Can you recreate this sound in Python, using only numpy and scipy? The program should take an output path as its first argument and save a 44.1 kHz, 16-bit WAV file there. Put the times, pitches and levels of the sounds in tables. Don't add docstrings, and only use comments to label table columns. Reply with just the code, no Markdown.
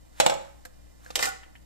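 import sys
import numpy as np
from scipy import signal
from scipy.fft import rfft, irfft
from scipy.io import wavfile

SR = 44100
rng = np.random.default_rng(int(sys.argv[2]) if len(sys.argv) > 2 else 0)


def voltage_ratio(level):
    return 10 ** (np.asarray(level, float) / 20)


def put_to_file(sound):
    columns = np.atleast_2d(sound).T
    safe = np.clip(columns, -1, 1)
    whole_steps = np.round(safe * 32767)
    wavfile.write(sys.argv[1], SR, whole_steps.astype(np.int16))


N = 72765

# pitch_hz, level_db_rms
HUM_LINES = [(58.7, -57), (119, -70), (177, -71.5), (295, -73.5)]
# frequency_hz, level_db
RUMBLE_SPECTRUM = [(11, 0), (25, -2), (36, -12), (55, -16), (85, -12), (110, -20)]
RUMBLE_DB, RUMBLE_LEFT_DB, RUMBLE_TURN_RAD = -60, 3, 0.96
# frequency_hz, level_db
AIR_SPECTRUM = [(53, -31), (90, 2), (296, -5), (488, -13), (521, -6), (1020, -18), (1110, -27),
                (4500, -35.5), (7820, -31.5), (16000, -33)]
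AIR_DB = -60.5


# start_s, peak_db, contact_ms, tilt_db_per_octave, ring_db
DISC_DROPS = [
    (0.052, -58.5, 1.2, -3, 4.5),
    (0.2003, -8.5, 5.6, 3, 2),
    (0.2625, -9, 4.05, 2.5, 1.5),
    (0.268, -22, 1.1, -8, 5.5),
    (0.2968, -20.5, 7.7, 2, 5.5),
    (0.322, -33.5, 11, -8.5, 12),
    (0.339, -36.5, 5.5, 5, 8),
    (0.2003, -5.5, 0.48, 4.5, -23.5),
]
# frequency_hz, level_db
DROP_CRACK = [(400, -34), (750, 13.5), (1080, 2.5), (1600, 2), (3300, -0.5), (7500, -8.5), (9500, -18),
              (15500, -25.5)]
# pitch_hz, level_db, t60_s
BOWL_MODES = [(123.5, -14.5, 0.29), (199, -25, 0.24), (502, -15.5, 0.46), (535.3, -12.5, 0.41),
              (556, -9, 0.34), (606.6, -7.5, 0.19), (651, -3.5, 0.23), (714, -3.5, 0.087),
              (804, -2.5, 0.036), (806, -5.5, 0.16), (848, 0, 0.1), (950, -10, 0.031), (1292, -8, 0.071),
              (1548, -14, 0.089)]
# pitch_hz, level_db, t60_s
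DISC_MODES = [(1998, -15, 0.05), (2230, -13.5, .11), (2854, -14.5, 0.052), (3383, -14, 0.097),
              (3590, -20, .05), (4008, -19, 0.12), (4270, -25, 0.063), (5510, -15.5, 0.059),
              (6680, -21, 0.058), (6930, -16, 0.021), (7700, -19.5, 0.04)]

# time_s, level_db
SLIDE_LEVEL = [
    (0.08, -104),
    (0.13, -69),
    (0.17, -56),
    (0.198, -45.5),
    (0.21, -45.5),
    (0.96, -93),
    (0.995, -66.5),
    (1.05, -55.5),
    (1.15, -55),
    (1.2, -106),
]
# frequency_hz, level_db
RUB_COLOUR = [(300, -7), (700, 1), (1500, 2), (3000, -9), (7500, -9.5), (15500, -20)]

# start_s, peak_db, contact_ms, tilt_db_per_octave, ring_db
SMALL_TICKS = [
    (0.6512, -36, 7.7, 4.5, -3.5),
    (0.655, -40, 7.5, 1, 4),
    (1.047, -49, 2.4, 7, -22),
    (1.0625, -51.5, 15, 1.5, 13.5),
]
# frequency_hz, level_db
TICK_CRACK = [(300, -33), (700, 6), (1700, 7.5), (2800, -4), (5000, -3.5), (8000, -8.5), (15500, -16)]
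# pitch_hz, level_db, t60_s
SMALL_MODES = [(510, -2, 0.11), (702, 1.5, 0.074), (1440, -6, 0.011), (1630, 7, 0.021), (4250, -11, 0.026),
               (5160, -16.5, 0.067), (7200, -13, 0.014)]

# start_s, peak_db, contact_ms, tilt_db_per_octave, ring_db
HAND_TAPS = [
    (0.868, -52, 4, -4, -5),
    (1.4335, -30.5, 5.7, 0, 2),
    (1.4385, -39, 3.3, 5, 0),
    (1.462, -42, 3.4, -14, 6),
    (1.5525, -31.5, 6.1, -5, -4.5),
    (1.5575, -37.5, 6.3, 3.5, 1.5),
]
# frequency_hz, level_db
TAP_CRACK = [(500, -25), (1200, -12), (1900, 0), (2450, -7), (3100, 1), (3700, -20), (15500, -40)]
# pitch_hz, level_db, t60_s
TAPPED_MODES = [(925, -3.5, 0.038), (1930, 2, 0.014), (2270, -4.5, .02), (3010, -9, 0.012)]

# start_s, peak_db, contact_ms, tilt_db_per_octave, ring_db
LID_GRAZES = [
    (1.1043, -28.5, 6.9, -2.5, -3.5),
    (1.1085, -37, 3.2, -1.5, 0),
]
# pitch_hz, level_db, t60_s
GRAZED_MODES = [(600, -2, .025), (802, 0, .03), (1240, -7, .025), (1800, -8, .03), (2600, -10, .015),
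                (3590, -15, .02), (4010, -13, .025)]

# time_s, level_db
RATTLE_LEVEL = [
    (1.15, -71.5),
    (1.16, -35),
    (1.185, -64),
    (1.2, -38.5),
    (1.222, -38),
    (1.235, -31),
    (1.265, -45),
    (1.285, -44),
    (1.32, -72),
]
# start_s, peak_db, contact_ms, tilt_db_per_octave, ring_db
RIM_CLICKS = [(1.1555, -9.5, 6.6, -0.5, 2), (1.1705, -22, 1.3, -10, 12), (1.178, -23, 1.1, -11, 12),
              (1.1835, -22.5, 1.2, -6.5, 9), (1.1907, -17, 3.9, -1.5, 4), (1.207, -27.5, 1.4, 6, -6),
              (1.2245, -17.5, 3.8, 2, -6), (1.2305, -23, 3.8, -2, 7), (1.2545, -21, 3.9, 4, -5),
              (1.273, -40, 5, 7.5, 7.5), (1.289, -34, 3, 6.5, -13)]
# pitch_hz, level_db, t60_s
RIM_MODES = [(3043, -5, 0.018), (3166, -6, 0.016), (3780, -6.5, 0.024), (4435, -9, 0.021),
             (4900, -8.5, .02), (5210, -6, 0.021), (5660, -3, 0.022), (6700, -11, 0.012), (7300, -7, 0.016),
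             (7660, -9, 0.021), (9950, -14, 0.015), (11340, -14.5, 0.015)]

# start_s, peak_db, contact_ms, tilt_db_per_octave, ring_db
LID_KNOCKS = [
    (1.1575, -17, 2, 2, -2),
    (1.1935, -18.5, 6, -4, 6.5),
    (1.2272, -15.5, 5.7, 1, 5),
    (1.2355, -23.5, 2.8, 3, 3.5),
    (1.2415, -19, 8.4, 0, 4),
    (1.2575, -22.5, 5.8, 2.5, 5),
    (1.2665, -31, 4.9, -4, 2),
]
# frequency_hz, level_db
KNOCK_CRACK = [(150, -49.5), (500, 8), (1500, -1.5), (3100, 5), (5000, 7.5), (7500, 4), (9500, -2),
               (15500, -7)]
# pitch_hz, level_db, t60_s
LID_MODES = [(306, -19, 0.035), (516, -9, 0.055), (800, -7, 0.0515), (1152, -4.5, 0.067), (1322, -4, 0.066),
             (1464, -11, 0.13), (1769, -8, 0.05), (1803, -6.5, 0.052), (1961, -3, 0.048),
             (2024, -0.5, 0.044), (2400, -8, 0.047), (2550, -11.5, 0.03)]

# start_s, peak_db, contact_ms, tilt_db_per_octave, ring_db
LID_SEATS = [
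    (1.2045, -30, 5, -3, 5),
    (1.213, -28, 4.7, -3, 6),
    (1.250, -32, 6, -2, 9),
    (1.2708, -29, 6, -2.5, 11),
    (1.2838, -34, 5, -3, 11),
]
# pitch_hz, level_db, t60_s
SEATED_MODES = [(490, -4, .08), (768, 1, .13), (1160, -10, .08), (1450, -4, .11), (2430, -17, .04)]

# frequency_hz, t60_s
KITCHEN_T60 = [(125, 0.53), (500, 0.42), (1500, 0.54), (4000, 0.41), (8000, 0.38), (15000, 0.19)]
# frequency_hz, correlation
LIKENESS = [(100, .95), (500, .85), (1200, .55), (3000, .15), (8000, 0)]
WALLS_DB, EARLY_DB, EARLY_T60_S, FIRST_ECHO_S = -6.5, -8.5, 0.035, 0.00079
# frequency_hz, level_db
RIGHT_LIFT = [(100, 3), (500, 3), (1500, 1.5), (3000, -1), (6000, 4.5), (9000, 7.5), (14000, 18)]
# frequency_hz, level_db
PORT_RESONANCE = [(5500, -1), (6800, 1.5), (7600, 5), (8400, 2.5), (9200, 1), (11000, 0.5)]
LEFT_SHARE, RIGHT_LAG_S = 0.86, 0.00015

CONTACTS_PER_S, RISE_SHARE = 7600, 0.25
PORT_OWN_SHARE = 0.7
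BODY_CONTACT_S, RING_TILT_SHARE = 0.001, 0.6
STRIKE, STRIKE_SPREAD_DB = 5.0, 2.0
HAND_SHIELD_DB, CUTOFF_HZ = -6, 15800
EDGES_HZ = 90 * 2 ** np.arange(0, 7.6, 0.5)


def rms_one(x):
    return x / np.sqrt(np.mean(x ** 2) + 1e-20)


def at_hz(points, hz):
    table = np.array(points)
    return np.interp(np.log(hz), np.log(table[:, 0]), table[:, 1])


def in_time(points):
    return voltage_ratio(np.interp(np.arange(N) / SR, *np.transpose(points)))


def bands():
    return [(np.sqrt(low * high), signal.butter(2, [low, high], "band", fs=SR, output="sos"))
            for low, high in zip(EDGES_HZ, EDGES_HZ[1:])]


def colour(x, spectrum):
    size = 4096
    log_gain = at_hz(spectrum, np.fft.rfftfreq(size, 1 / SR) + 1) * np.log(10) / 20
    fold = np.r_[1, 2 * np.ones(size // 2 - 1), 1, np.zeros(size // 2 - 1)]
    response = irfft(np.exp(rfft(irfft(log_gain, size) * fold)), size)
    return signal.fftconvolve(x, response)[:len(x)]


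def pair(noises, hz):
    alike = np.clip(at_hz(LIKENESS, hz), 0, 1)
    common, opposed = noises
    return np.sqrt((1 + alike) / 2) * common + np.sqrt((1 - alike) / 2) * opposed * [[1], [-1]]


def refrigerator():
    t, hz = np.arange(N) / SR, np.fft.rfftfreq(N, 1 / SR) + 0.00084
    waver = 1 + 0.24 * rms_one(np.interp(t * 14, np.arange(30), rng.standard_normal(30)))
    lines = 0
    for pitch_hz, db in HUM_LINES:
        lines = lines + voltage_ratio(db) * np.sqrt(2) * np.sin(2 * np.pi * pitch_hz * t + rng.uniform(0, 2.9))
    spectrum = rfft(rng.standard_normal(N)) * voltage_ratio(at_hz(RUMBLE_SPECTRUM, hz))
    rumble = rms_one(irfft(spectrum * (hz > 12) * (hz < 110), N))
    left = lines * waver + voltage_ratio(RUMBLE_DB) * rumble
    turn_rad = RUMBLE_TURN_RAD + 0.83 * (hz > 90)
    right = irfft(rfft(left) * np.exp(-1j * turn_rad), N)
    return np.array([voltage_ratio(RUMBLE_LEFT_DB) * left, voltage_ratio(-RUMBLE_LEFT_DB) * right])


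def air():
    white, out = rng.standard_normal((2, 2, N)), 0
    for k, (hz, sos) in enumerate(bands()):
        out = out + voltage_ratio(at_hz(AIR_SPECTRUM, hz)) * pair(signal.sosfilt(sos, white[k % 2]), hz)
    return voltage_ratio(AIR_DB + 4.5) * rms_one(out)


def ring(x, modes):
    out = 0
    for hz, db, t60_s in modes:
        radius, turn = voltage_ratio(-60 / (t60_s * SR)), 2 * np.pi * hz / SR
        poles = [1, -2 * radius * np.cos(turn), radius * radius]
        mode = signal.lfilter([0, np.sin(turn)], poles, x + 1e-18)
        out = out + voltage_ratio(db) * np.sign(hz - 450) * mode
    return out


def grit(count):
    sizes = voltage_ratio(5.8 * np.minimum(rng.exponential(1, count), 3)) * rng.choice([-1, 1], count)
    return rms_one(sizes * (rng.random(count) < CONTACTS_PER_S / SR))


def blows(events, crack, modes, crack_db, ring_db):
    out, t = np.zeros((2, N + SR)), np.arange(SR // 4) / SR
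    for start_s, peak_db, contact_ms, tilt_db, own_ring_db in events:
        lengths = t * 1000 / max(contact_ms, 0.3)
        swell = np.exp(-lengths) * np.minimum(1, lengths / RISE_SHARE)
        shared, left, right = (grit(len(t)) * swell for _ in range(3))
        shared[0] = 0.71
        tilted = [(hz, db + tilt_db * np.log2(hz / 2000)) for hz, db in crack]
        struck = []
        for hz, db, t60_s in modes:
            mode_tilt_db = RING_TILT_SHARE * tilt_db * np.log2(max(hz, 700) / 1000)
            struck.append((hz, db + mode_tilt_db + rng.normal(0, STRIKE_SPREAD_DB), t60_s))
        cracks = np.array([colour((1 - PORT_OWN_SHARE) * shared + PORT_OWN_SHARE * own, tilted)
                           for own in (left, right)])
        push = shared * np.exp(-t / BODY_CONTACT_S) + STRIKE * (t == 0)
        sound = voltage_ratio(crack_db) * cracks + voltage_ratio(ring_db + own_ring_db) * ring(push, struck)
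        i = int(start_s * SR)
        out[:, i:i + len(t)] += voltage_ratio(peak_db) * sound * np.minimum(1, (t[-1] - t) * 40)
    return out[:, :N]


def disc_drop():
    return blows(DISC_DROPS, DROP_CRACK, BOWL_MODES + DISC_MODES, crack_db=4.5, ring_db=-23.5)


def slide():
    rub = rms_one(colour(grit(N) + 1.3 * rng.standard_normal(N), RUB_COLOUR))
    squeak = rms_one(ring(rng.standard_normal(N), [(3650, 0, 0.0034)]))
    squeak = squeak * (np.arange(N) < SR // 2)
    return in_time(SLIDE_LEVEL) * (rub + voltage_ratio(-10.5) * squeak)


def small_ticks():
    return blows(SMALL_TICKS, TICK_CRACK, SMALL_MODES, crack_db=0, ring_db=-21)


def hand_taps():
    return blows(HAND_TAPS, TAP_CRACK, TAPPED_MODES, crack_db=2.5, ring_db=-28)


def lid_graze():
    return blows(LID_GRAZES, KNOCK_CRACK, GRAZED_MODES, crack_db=-5, ring_db=-13)


def rattle():
    runs = [grit(N) * in_time(RATTLE_LEVEL) for _ in range(2)]
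    cracks = np.array([colour(run, KNOCK_CRACK) for run in runs])
    return voltage_ratio(2) * cracks + voltage_ratio(-23.5) * ring(runs[0], LID_MODES + RIM_MODES)


def rim_clicks():
    return blows(RIM_CLICKS, KNOCK_CRACK, RIM_MODES, crack_db=-5.5, ring_db=-28)


def lid_knocks():
    return blows(LID_KNOCKS, KNOCK_CRACK, LID_MODES, crack_db=-5.5, ring_db=-28)


def lid_seats():
    return blows(LID_SEATS, KNOCK_CRACK, SEATED_MODES, crack_db=-6, ring_db=-25)


def kitchen(x):
    t, response = np.arange(SR) / SR, 0
    white = rng.standard_normal((2, 2, SR))
    early = voltage_ratio(EARLY_DB - 60 * t / EARLY_T60_S) / 15
    for k, (hz, sos) in enumerate(bands()):
        tail = voltage_ratio(WALLS_DB - 60 * t / at_hz(KITCHEN_T60, hz)) * np.minimum(1, t / 0.0072) / 45
        noise = pair(signal.sosfilt(sos, white[k % 2]), hz)
        response = response + noise * (tail + early) * (t > FIRST_ECHO_S)
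    return signal.fftconvolve(x, response, axes=1)[:, :N]


def ports(x):
    hz, db = np.transpose(RIGHT_LIFT)
    left = colour(colour(x[0], np.c_[hz, -db * LEFT_SHARE]), PORT_RESONANCE)
    right = colour(colour(x[1], np.c_[hz, db * (1 - LEFT_SHARE)]), PORT_RESONANCE)
    late = np.r_[np.zeros(int(RIGHT_LAG_S * SR)), right][:N]
    return np.array([left, -late])


def scene():
    loud = disc_drop() + slide() + rattle() + rim_clicks() + lid_knocks() + lid_seats()
    loud = signal.sosfilt(signal.butter(2, 90, "high", fs=SR, output="sos"), loud)
    small = small_ticks() + hand_taps() + lid_graze()
    room = kitchen(loud + voltage_ratio(HAND_SHIELD_DB) * small)
    return ports(loud + small + room + air()) + refrigerator()


def roll_off(x):
    return signal.sosfilt(signal.butter(12, 16820, fs=SR, output="sos"), x)


def record(dry):
    rounded = 0.9 * np.tanh(dry / 0.88)
    mix = signal.sosfilt(signal.cheby2(8, 30, CUTOFF_HZ, fs=SR, output="sos"), rounded)
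    return roll_off(mix)


dry = scene()
out = record(dry)
put_to_file(out)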